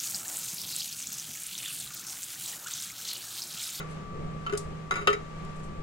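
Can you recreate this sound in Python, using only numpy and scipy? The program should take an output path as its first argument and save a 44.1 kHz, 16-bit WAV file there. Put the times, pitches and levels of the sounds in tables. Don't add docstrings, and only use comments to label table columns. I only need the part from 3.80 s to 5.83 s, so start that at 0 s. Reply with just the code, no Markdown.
import sys
import numpy as np
from scipy import signal
from scipy.fft import rfft, irfft
from scipy.io import wavfile
from scipy.ndimage import uniform_filter1d

SR = 44100
rng = np.random.default_rng(int(sys.argv[2]) if len(sys.argv) > 2 else 0)


def dump(signal):
    limited = np.clip(np.atleast_2d(signal).T, -1, 1)
    pcm = np.round(limited * 32767).astype(np.int16)
    wavfile.write(sys.argv[1], SR, pcm)


def amplitude_ratio(level_db):
    exponent = np.asarray(level_db, float) / 20
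    return 10 ** exponent


N = 89478
PORT_LAG = 20
SIDE = np.array([[.5], [-.5]])


def unit(x):
    return x / np.sqrt(np.mean(x ** 2))


def colour(x, points):
    hz, db = np.array(points, float).T
    f = np.maximum(np.arange(N // 2 + 1) * SR / N, 1)
    gain = amplitude_ratio(np.interp(np.log(f), np.log(hz), db))
    return irfft(rfft(x) * gain, N)


def ring(x, hz, t60):
    pole = np.exp(2j * np.pi * hz / SR - np.log(1000) / (t60 * SR))
    return signal.lfilter([1], [1, -pole], x)


def band(x, hz, width):
    return signal.lfilter(*signal.iirpeak(hz, hz / width, SR), x)


def walk(rate):
    k = int(SR / rate)
    steps = np.repeat(rng.standard_normal(N // k + 1), k)
    return 1.4 * uniform_filter1d(uniform_filter1d(steps, k), k)[:N]


def grit(per_s, scatter_db):
    hit = rng.random(N) < per_s / SR
    sign = np.sign(rng.random(N) - .5)
    size = np.minimum(rng.exponential(size=N), 2.5)
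    return unit(hit * sign * amplitude_ratio(scatter_db * size))


def swell(at, rise, fall):
    t = np.arange(N) / SR - at
    return np.exp(np.where(t < 0, t / max(rise, 1e-5), -t / max(fall, 1e-4)))


# f/Hz; decay T60/s; level/dB for blow, thud, clink, rebound, drag
BODY_HZ = [404, 442, 552, 685, 1155, 1267, 1316, 1440, 1805, 1985, 2090, 2260, 2450, 2710]
BODY_T60_S = [.19, .17, .07, .06, .08, .1, .16, .07, .05, .05, .045, .05, .04, .05]
BODY_DB = [(-2, 0, -13, -18, -8), (-2, -9, -20, -16, -16), (-8, -17, -20, -24, -14),
           (-10, -15, -20, -24, -15), (-4, -12, -12, -17, -4), (0, -17, -11, -12, -9), (-8, -18, 1, -3, 0),
           (-8, -11, -14, -15, -6), (-10, -17, -14, -12, -11), (-13, -17, -22, 0, -8),
           (-15, -15, -22, -9, -7), (-8, -18, -20, -5, -4), (-10, -18, -17, -9, -11),
           (-9, -22, -10, -14, -12)]
RIM_MODE_HZ = [3025, 3148, 3850, 4260, 4950, 5500, 6600, 6820, 7130, 10720]
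RIM_MODE_T60_S = [.045, .045, .11, .03, .04, .03, .035, .05, .03, .03]
RIM_MODE_DB = [(-8, -18, -7, -11, -20), (-7, -24, -11, -14, -22), (-12, -22, -19, -14, -13),
               (-18, -27, -16, -20, -23), (-20, -26, -26, -14, -21), (-23, -31, -28, -19, -27),
               (-25, -27, -27, -21, -20), (-22, -30, -24, -27, -21), (-26, -33, -26, -27, -24),
               (-35, -33, -31, -33, -27)]
# t/s, level/dB, chatter level/dB, chatter fall/s
BLOW_HITS = [
    (1.2730, -19, -9, .007),
]
THUD_HITS = [
    (.7253, -31, -8, .005),
    (.7355, -29, -13, .006),
    (.752, -33, -15, .005),
    (1.21, -46, -8, .03),
    (1.3025, -27, -15, .005),
]
CLINK_HITS = [
    (.6644, -36, -7, .003),
    (.669, -34, -14, .008),
    (.6963, -36, -12, .006),
    (1.2785, -26, -12, .005),
    (1.303, -36, -12, .005),
]
REBOUND_HITS = [
    (1.3295, -31, -6, .004),
    (1.337, -35, -8, .006),
]
DRAG_HITS = [
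    (.0005, -42, -5, .015),
    (1.1099, -27, -8, .004),
    (1.119, -36, -7, .01),
    (1.14, -36, -9, .006),
    (1.156, -40, -5, .04),
]
# f/Hz, level/dB
CRACK_SPECTRUM = [(150, -42), (400, 16), (1500, 10), (4000, 0), (8000, -22), (12000, -15), (16000, -31)]
CRACK_LEVEL_DB = [-7, -17, -8, -14, -7]


def jar():
    chatter_per_s, chatter_scatter_db = 2500, 2.5
    turn_hz, pan_db = 900, 3.0
    chatter = grit(chatter_per_s, chatter_scatter_db) * np.sqrt(chatter_per_s / SR)
    mode_hz, mode_t60 = BODY_HZ + RIM_MODE_HZ, BODY_T60_S + RIM_MODE_T60_S
    mode_db = BODY_DB + RIM_MODE_DB
    beam = rng.uniform(-1.13, 1, (len(mode_db), 2))
    out = np.zeros((2, N))
    for place, hits in enumerate((BLOW_HITS, THUD_HITS, CLINK_HITS, REBOUND_HITS, DRAG_HITS)):
        force = np.zeros(N)
        for at, db, chatter_db, fall in hits:
            force[int(at * SR)] += amplitude_ratio(db)
            force += amplitude_ratio(db + chatter_db) * swell(at, 0, fall) * chatter
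        crack = amplitude_ratio(CRACK_LEVEL_DB[place]) * 10 * colour(force, CRACK_SPECTRUM)
        out += np.array([crack, np.roll(crack, PORT_LAG // 2)])
        for k, (hz, t60, db) in enumerate(zip(mode_hz, mode_t60, mode_db)):
            turn = np.pi * min(hz / turn_hz, 2) / 2 * beam[k, 0] * SIDE
            level = amplitude_ratio(db[place] + 2 * pan_db * beam[k, 1] * SIDE)
            gain = (-1) ** k * level * np.exp(1j * turn)
            out += (gain * ring(force, hz, t60)).imag
    return out


# t/s, level/dB, rise/s, fall/s
PEEL_EVENTS = [
    (0.775, -35.5, 0.00059, 0.0073),
    (0.78, -51.5, 0.0052, 0.036),
    (.115, -61.5, 0.024, 0.022),
    (1.65, -58, 0.0022, 0.0044),
    (1.765, -64.5, 0.009, 0.013),
    (1.795, -65, .004, 0.0079),
    (1.84, -63, .012, .03),
]
# f/Hz, level/dB
PEEL_SPECTRUM = [(2500, -8), (4500, 2.5), (6000, 2), (8000, 2.5), (10500, -2.5), (13000, -12),
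                 (16000, -2.5)]


def peels():
    per_s, scatter_db = 9000, 2.2
    shape = sum(amplitude_ratio(db) * swell(at, rise, fall) for at, db, rise, fall in PEEL_EVENTS)
    crackle = [unit(colour(grit(per_s, scatter_db), PEEL_SPECTRUM)) for _ in range(2)]
    return shape * np.array(crackle)


def room(x):
    t60_s, level_db, gap_s, dull_hz = .19, -11, .001, 6000
    t = np.arange(SR // 2) / SR
    tail = rng.standard_normal((2, len(t))) * (t > gap_s) * amplitude_ratio(-60 * t / t60_s)
    tail = signal.lfilter(*signal.butter(1, dull_hz, fs=SR), tail)
    tail *= amplitude_ratio(level_db) / np.sqrt(np.sum(tail ** 2, 1, keepdims=True))
    return x + signal.fftconvolve(x, tail, axes=1)[:, :N]


FAN_HZ = [157, 1161.6, 1219.6, 1103.4, 1277.6, 1335.8]
# rms level/dB, wander/dB, left-right difference/dB, left phase lead/rad
FAN_TONES = [(-44, 2.58, -5.5, -0.25), (-52.5, 1.53, 9, -0.45), (-63.5, 0.5, 0, -0.87), (-70, 0.1, -5, -1),
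             (-73.5, 4.5, 12, -.8), (-68, 2.5, -6, -1.5)]


def fan():
    t, out = np.arange(N) / SR, 0
    for hz, (db, wander_db, pan_db, lead) in zip(FAN_HZ, FAN_TONES):
        phase = 2 * np.pi * hz * t + 0.23 * wander_db * walk(3.6)
        level = amplitude_ratio(db + wander_db * walk(8.02) + pan_db * SIDE)
        out = out + np.sqrt(2) * level * np.sin(phase + lead * SIDE)
    return out


# f/Hz, level/dB
AIR_SPECTRUM = [(20, 2), (60, -5.5), (200, -8), (260, -14), (480, -12.5), (2400, -25.5), (7000, -45),
                (16000, -86)]
# f/Hz, width/Hz, level/dB
CABINET = [(180.2, 27, -52.5), (406, 67, -58)]


def air():
    level_db, side_db, alike_hz, flicker_db = -42, -15.5, 900, 1.5
    a, b, c = rng.standard_normal((3, N))
    alike = signal.lfilter(*signal.butter(1, alike_hz, fs=SR), a)
    apart = signal.lfilter(*signal.butter(1, alike_hz, "high", fs=SR), np.array([b, c]))
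    side = amplitude_ratio(side_db) * rng.standard_normal(N)
    both = np.array([alike + side, np.roll(alike, PORT_LAG) - side])
    both = both * amplitude_ratio(flicker_db * walk(9.47))
    both = both + apart * amplitude_ratio(flicker_db * walk(8.4))
    drone = sum(amplitude_ratio(db) * unit(band(both, hz, width)) for hz, width, db in CABINET)
    return amplitude_ratio(level_db) * unit(colour(both, AIR_SPECTRUM)) + drone


def port(x, hz, q):
    w = 2 * SR * np.tan(np.pi * hz / SR)
    return signal.lfilter(*signal.bilinear([w * w], [1, w / q, w * w], SR), x)


def scene():
    return room(jar() + peels()) + air() + fan()


def top_cut(x):
    return signal.sosfilt(signal.butter(12, 16480, fs=SR, output="sos"), x)


# f/Hz, Q, level/dB
MIC_PORTS = [(7910, 3.18, 1), (10700, 2.72, -0.17)]


def record(dry):
    hiss_db, top_hz = -81.5, 15850
    wet = np.array([amplitude_ratio(db) * port(x, hz, q) for x, (hz, q, db) in zip(dry, MIC_PORTS)])
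    wet = wet + amplitude_ratio(hiss_db) * rng.standard_normal(wet.shape)
    wet = signal.sosfilt(signal.ellip(10, .2, 50, top_hz, fs=SR, output="sos"), wet)
    return top_cut(wet)


dry = scene()
out = record(dry)
dump(out)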